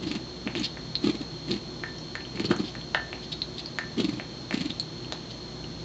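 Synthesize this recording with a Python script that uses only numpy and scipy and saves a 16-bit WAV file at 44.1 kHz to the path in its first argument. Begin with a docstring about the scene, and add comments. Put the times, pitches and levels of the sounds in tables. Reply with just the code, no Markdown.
"""A dog gnaws an antler on a cushion in a small room, its mouth close to the microphone.
Its back teeth grind over the antler in short slips that thud in the jaw and break off fine grit.
Between bites teeth knock on the antler and set it ringing; the wet mouth ticks, squelches and smacks.
Behind the dog lies the room tone: a low hum, ventilation noise, hiss and a thin steady whine."""
import sys
import numpy as np
from scipy import signal
from scipy.fft import rfft, irfft
from scipy.io import wavfile

SR = 44100
rng = np.random.default_rng(int(sys.argv[2]) if len(sys.argv) > 2 else 0)


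def transcribe(u):
    """Save the signal u as a 16-bit wav file named by the first command-line argument.

    u: samples, shape (n,) or (channels, n), limited to [-1, 1]; the rate is SR.
    q: integer samples, one column per channel.
    """
    v = np.clip(np.atleast_2d(u).T, -1, 1)
    q = np.round(v * 32767).astype(np.int16)
    wavfile.write(sys.argv[1], SR, q)


N = 257544

# spectra of the ventilation and hiss behind the dog: (frequency [Hz], relative level [dB])
VENTILATION_SPECTRUM = [(15, -54.5), (25, -28), (46, -11), (90, -9), (152, -3), (245, -5.5), (282, -6),
                        (359, -0.5), (389, -10.5), (515, -12), (629, -14), (1170, -19.5), (1350, -22),
                        (3000, -26.5), (3900, -48), (6600, -120)]
HISS_SPECTRUM = [(2400, -23.5), (3000, -9.5), (3450, -4.5), (3950, -5), (4300, 4.5), (4600, -12),
                 (5200, -10), (6400, -11), (7300, -21.5), (8600, -40.5)]
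# lines of hum and whine: (frequency [Hz], rms level [dB], width [Hz])
HUM_LINES = [(58.9, -53, .5), (89, -62.5, 10), (123.6, -50.5, 6.4), (156.9, -49.5, 4.8), (242.7, -54, 11),
             (361.4, -56, 8.1), (3160, -62, 3.1), (3460, -65.5, 17), (4180, -55.5, 22), (4235, -52, 0.88),
             (4216, -59.5, 22), (4363, -52.5, 50)]
# bites, each an even run of slips that swell and ease off: (first slip [s], hardest moment [s],
# last slip [s], slips [count], swell [dB], thud level [dB], grit level [dB], jaw pitch [ratio])
BITES = [(.034, .153, .156, 4, 3.5, -27, -36, 1), (.47, .47, .47, 1, -2, -28, -53, 1.03),
         (.561, .578, .618, 4, 1.5, -29.5, -38, 0.98), (1.046, 1.071, 1.099, 3, 0, -21, -33.5, 1.01),
         (1.152, 1.153, 1.214, 2, 2, -29, -41, 1.06), (1.487, 1.514, 1.565, 4, 10, -21.5, -33, 1.03),
         (2.357, 2.43, 2.452, 3, 10.5, -22, -33, 1.03), (2.49, 2.513, 2.513, 2, 15, -17, -32.5, 1.06),
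         (2.562, 2.60, 2.642, 3, 12, -21.5, -39, 0.974), (3.984, 4.004, 4.004, 2, 6.5, -18, -30, 1.1),
         (4.048, 4.05, 4.18, 4, 13.5, -21, -34.5, .92), (4.543, 4.545, 4.577, 2, 5, -24.5, -32, 1.02),
         (4.614, 4.615, 4.705, 3, 5.5, -26, -34, 0.83)]
# spectra of the jaw's thud and of crumbling antler: (frequency [Hz], relative level [dB])
JAW_SPECTRUM = [(40, -66), (90, -10.5), (130, -7), (200, 1), (270, -3), (350, 0), (420, -11.5),
                (520, -24.5), (700, -28.5), (1300, -29.5), (3000, -77.5)]
GRIT_SPECTRUM = [(60, -35), (300, -30.5), (700, 1), (1200, -11.5), (2000, 1.5), (3000, 7.5), (4400, 8),
                 (5400, -5.5), (7200, -6), (8600, -27.5)]
# squelches of lips and tongue: (middle time [s], length [s], level [dB])
SQUELCHES = [(.089, 0.038, -44), (.648, .043, -30), (2.455, 0.024, -36), (2.674, .089, -42.5),
             (3.238, 0.048, -45.5), (3.325, .024, -34.5), (3.592, 0.044, -37.5), (5.311, 0.027, -42.5)]
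# a tooth knocks on the antler:
# (time [s], level [dB], contact pitch [Hz], muffling by the lips [0-1], crack relative to level [dB])
KNOCKS = [(0.115, -22.5, 2520, 0.6, 5.5), (.4744, -18, 2400, .85, -16), (.5523, -18.5, 2500, 0.73, -4),
          (0.7718, -29.5, 1900, 1, -14), (1.837, -19, 1850, 0.05, -12), (2.1538, -19, 1840, 0.34, 2),
          (2.3742, -27, 2200, 0.7, -3), (2.3975, -21.5, 2260, 0.6, 7), (2.4445, -25, 2560, .55, 3),
          (2.513, -14, 1430, 1, -11), (2.7527, -27.5, 1800, 0.9, 3), (2.947, -11.5, 3000, 0.8, -9),
          (2.9483, -9.5, 1630, 0.04, -9), (3.1297, -21, 2450, 0.8, -17), (3.7867, -14.5, 1820, 0.16, 3),
          (4.1984, -22.5, 2140, 1, -12), (4.5097, -19.5, 2210, 0.97, 0.5), (4.527, -20.5, 1880, 0.7, -1),
          (4.6085, -32, 2320, 0.7, 13), (5.1235, -16, 3780, 0.91, 6.5)]
# modes of the antler, whose uneven cross-section splits the main bending mode into a beating pair:
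# (frequency [Hz], level [dB], t60 [s])
ANTLER_MODES = [(720, -27, .09), (1020, -27, .07), (1400, -28, .05), (1637, -22, .22), (1780, -18, .3),
                (1824, -21, .2), (2750, -20, .02), (3080, -22, .04), (4330, -21, .07)]
# spectra of a tooth's crack, the mouth's hollow and a saliva snap: (frequency [Hz], relative level [dB])
CRACK_SPECTRUM = [(80, -37), (500, -18), (1200, -12.5), (3000, -7), (4400, 6.5), (5600, -12), (7000, -3),
                  (8600, -33.5)]
HOLLOW_SPECTRUM = [(80, -31.5), (300, -14), (600, -2.5), (900, -7), (1400, -11), (2500, -13.5), (6000, -40)]
SNAP_SPECTRUM = [(300, -33), (1300, -14), (2100, -7.5), (3300, -2), (4100, 4), (4900, -2.5), (5700, -24.5),
                 (7000, -25.5), (8600, -32.5)]
# films of saliva pop: (time [s], level [dB], pitch [Hz], decay [cycles])
SMACKS = [(.571, -22, 3640, 1.8), (0.5965, -29.5, 6560, 3.6), (0.9542, -14, 4110, 2.2),
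          (1.5155, -17.5, 4170, 1.3), (1.985, -32, 5500, 2.2), (2.208, -30, 2820, 0.83),
          (2.251, -31.5, 3100, 2.3), (2.564, -30.5, 6340, 1.5), (2.589, -29, 4230, 3.1),
          (2.8132, -31, 3380, 1.4), (3.327, -23.5, 3860, 3.6), (3.4188, -16.5, 4060, 2.7),
          (3.6595, -24.5, 4600, 3.4), (4.045, -24, 4200, .9), (4.7048, -21.5, 3660, 2.2),
          (4.798, -18, 4280, 4), (4.7982, -28, 6900, 1.8), (5.046, -32, 3000, 1.4),
          (5.6422, -34.5, 2950, 2.5)]
# decay of the small room: (frequency [Hz], t60 [s])
ROOM_T60 = [(150, 0.09), (350, 0.56), (800, 0.36), (2000, 0.31), (4000, 0.25), (8000, 0.11)]
# echoes reaching the microphone off the floor, the dog's body and a glass door: (delay [ms], gain [ratio])
ECHOES = [(3.4, 0.15), (5.3, -0.13), (9.6, 0.12), (11.7, -0.14), (14.9, 0.11), (18.3, -0.051)]


def amp(db):
    """Decibels to gain."""
    return 10 ** (np.asarray(db) / 20)


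def unit(x):
    """Scales to an rms of one."""
    return x / np.sqrt(np.mean(x ** 2) + 1e-20)


def read(points, hz):
    """Reads a table along a logarithmic frequency axis."""
    f, value = np.transpose(points)
    return np.interp(np.log(hz + 1), np.log(f + 1), value)


def add(mix, s, sound):
    """Mixes a sound in from time s."""
    part = mix[max(round(s * SR), 0):][:len(sound)]
    part += sound[:len(part)]


def click(spectrum, size=1024):
    """The sharpest click that has this spectrum, with an energy of one."""
    log_gain = np.log(amp(read(spectrum, abs(np.fft.fftfreq(size, 1 / SR)))))
    minimum_phase = np.exp(np.conj(signal.hilbert(log_gain)))
    pulse = np.fft.ifft(minimum_phase).real[:size // 2]
    return pulse / np.linalg.norm(pulse)


def noise(gain):
    """Steady noise of rms one, shaped by a function of frequency."""
    return unit(irfft(rfft(rng.standard_normal(N)) * gain(np.fft.rfftfreq(N, 1 / SR)), N))


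def ping(hz, cycles, t):
    """A tone whose envelope swells to one after this many cycles and dies."""
    age = t * hz / cycles
    return age * np.exp(1 - age) * np.sin(2 * np.pi * hz * t)


def catches(length, per_s, spread_db):
    """Irregular small impulses under one short swell of pressure."""
    n = max(int(length * SR), 64)
    count = max(round(length * per_s), 1)
    # each catch comes at a random moment of its own turn
    at = ((np.arange(count) + rng.random(count)) / count * n).astype(int)
    strengths = amp(spread_db * np.clip(rng.standard_normal(count), -2, 2))
    return np.bincount(at, strengths, n) * np.sin(np.pi * (np.arange(n) + .5) / n)


def burst(x, db, length):
    """Gives a burst the energy of a swell of this level and length."""
    return amp(db) * x * np.sqrt(length * SR / 2 / (np.sum(x ** 2) + 1e-20))


def room_tone(ventilation_db=-42, hiss_db=-48.5):
    """Behind the dog: ventilation noise, treble hiss, and wavering lines of hum and whine."""
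    ventilation = noise(lambda f: amp(read(VENTILATION_SPECTRUM, f)))
    hiss = noise(lambda f: amp(read(HISS_SPECTRUM, f)))
    tones = 0
    for hz, db, width in HUM_LINES:
        line = signal.hilbert(noise(lambda f: 1 / (1 + (2 * (f - hz) / width) ** 2)))
        steadied = line.real / np.sqrt(abs(line) + 1e-9)
        tones = tones + amp(db) * unit(steadied)
    return amp(ventilation_db) * ventilation + amp(hiss_db) * hiss + tones


def slips(slip_s=.015, drag_s=.048, drag_thud_db=-8.5, drag_grit_db=-7.5):
    """Each bite moves the teeth in short slips, with longer, softer dragging round each one."""
    for first, hardest, last, count, swell_db, thud_db, grit_db, jaw_pitch in BITES:
        rise_s = max(hardest - first, slip_s)
        fall_s = max(rise_s, last - hardest)
        for s in np.linspace(first, last, count):
            eased_db = swell_db * abs(s - hardest) / (rise_s if s < hardest else fall_s)
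            thud, grit = thud_db - eased_db, grit_db - eased_db
            yield s, slip_s, thud, grit, jaw_pitch
            yield s, drag_s, thud + drag_thud_db, grit + drag_grit_db, jaw_pitch


def grinding(jolts_per_s=240, grains_per_s=520, thud_lead_s=0.003025, chip_hz=2900, chip_db=-21):
    """Stick and slip: coarse jolts shake the jaw while fine grains break from the antler."""
    out, grain = np.zeros(N), click(GRIT_SPECTRUM)
    t = np.arange(len(grain)) / SR
    for s, length, thud_db, grit_db, jaw_pitch in slips():
        jaw = click([(hz * jaw_pitch, db) for hz, db in JAW_SPECTRUM], size=4096)
        thud = signal.fftconvolve(catches(length, jolts_per_s, spread_db=2.9), jaw)
        # each point of contact colours its grains with a brief resonance of its own
        chip = amp(chip_db) * ping(chip_hz * 2 ** rng.uniform(-0.59, 0.56), cycles=1.4, t=t)
        grains = catches(length, grains_per_s, spread_db=4.5)
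        grit = signal.fftconvolve(grains * rng.choice([-1, 1], len(grains)), grain + chip)
        add(out, s - length / 2 - thud_lead_s, burst(thud, thud_db, length))
        add(out, s - length / 2, burst(grit, grit_db, length))
    return out


def mouth_ticks(per_s=22, db=-38, spread_db=2.5):
    """Faint wet ticks, close to the microphone, go on as the jaw works."""
    strengths = amp(db + spread_db * np.minimum(rng.exponential(1, N), 3))
    ticks = strengths * (rng.random(N) < per_s / SR)
    return signal.oaconvolve(ticks, click(GRIT_SPECTRUM))[:N]


def squelches(centre_hz=4010, spread_octaves=0.43, pitches=14, bubbles_per_s=110, fizz_db=-5.5):
    """Swarms of tiny bubbles, scattered about one pitch, burst between lips and gums with a fine fizz."""
    out, t, grain = np.zeros(N), np.arange(SR // 50) / SR, click(GRIT_SPECTRUM)
    for s, length, db in SQUELCHES:
        froth = 0
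        for offset in np.linspace(-1, 1, pitches):
            hz = centre_hz * 2 ** (spread_octaves * offset)
            bubble = ping(hz, cycles=2.32, t=t) * np.exp(-offset ** 2)
            froth = froth + signal.fftconvolve(catches(length, bubbles_per_s, spread_db=6.1), bubble)
        fizz = signal.fftconvolve(catches(length, bubbles_per_s * pitches, spread_db=4.6), grain)
        add(out, s - length / 2, burst(froth, db, length))
        add(out, s - length / 2, burst(fizz, db + fizz_db, length))
    return out


def knocks(contact_cycles=0.56):
    """A tooth strikes with a pulse and a crack; lips damp the antler's ring and close a hollow round it."""
    out, t = np.zeros(N), np.arange(SR // 2) / SR
    crack, hollow = click(CRACK_SPECTRUM), click(HOLLOW_SPECTRUM)
    hollow = hollow / abs(hollow).max() / 2
    ring = sum(amp(db - 60 * t / t60) * np.sin(2 * np.pi * hz * t) for hz, db, t60 in ANTLER_MODES)
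    for s, db, hz, muffling, crack_db in KNOCKS:
        ring_db = np.interp(muffling, [0, 1], [-3, -25.5])
        hollow_db = np.interp(muffling, [0, 1], [-13, 4])
        add(out, s, amp(db) * (ping(hz, contact_cycles, t) + amp(ring_db) * ring))
        add(out, s, amp(db) * (amp(hollow_db) * hollow - amp(crack_db) * crack))
    return out


def smacks(snap_db=4):
    """A saliva film snaps and rings the small pocket of air behind it."""
    out, t, snap = np.zeros(N), np.arange(SR // 20) / SR, click(SNAP_SPECTRUM)
    for s, db, hz, cycles in SMACKS:
        add(out, s, amp(db) * ping(hz, cycles, t))
        add(out, s, amp(db + snap_db) * snap)
    return out


def room(x, tail_db, early_db, bass_db, early_t60=0.073, echoes_per_s=4000):
    """Echoes off near surfaces reach the microphone within milliseconds; a short diffuse tail follows."""
    n = SR // 2
    t = np.arange(n) / SR
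    near = rng.standard_normal(n) * (rng.random(n) < echoes_per_s / SR) * (t > .002)
    near *= amp(-60 * t / early_t60)
    far = rng.standard_normal(n) * (rng.random(n) < echoes_per_s / SR) * (t > .008)
    hz, times, bands = signal.stft(far, SR, nperseg=256)
    decay = amp(-60 * times / read(ROOM_T60, hz)[:, None])
    tail = signal.istft(bands * decay, SR, nperseg=256)[1][:n]
    echoes = amp(early_db) * near / np.linalg.norm(near) + amp(tail_db) * tail / np.linalg.norm(tail)
    for delay_ms, gain in ECHOES:
        add(echoes, delay_ms / 1000, np.array([gain]))
    # a negative bass_db thins the bass of the echoes, so the jaw's thuds stay crisp
    bass_shelf = amp(read([(350, bass_db), (900, 0.0088)], np.fft.rfftfreq(n, 1 / SR)))
    echoes = irfft(rfft(echoes) * bass_shelf, n)
    return x + signal.fftconvolve(x, echoes)[:N]


def scene():
    """The antler radiates all round and wakes the room more than the mouth, which faces the microphone."""
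    antler = room(knocks(), tail_db=-9, early_db=-10.5, bass_db=1)
    chewing = grinding() + squelches() + mouth_ticks() + smacks()
    mouth = room(chewing, tail_db=-14, early_db=-6.5, bass_db=-7)
    return (antler + mouth + room_tone())[None]


def record(dry, edge_hz=8900):
    """One camera microphone, close to the dog, passes nothing above its band limit."""
    lowpass = signal.firwin(401, edge_hz, window=("kaiser", 9), fs=SR)
    return signal.oaconvolve(dry, lowpass[None], "same")


dry = scene()
out = record(dry)
transcribe(out)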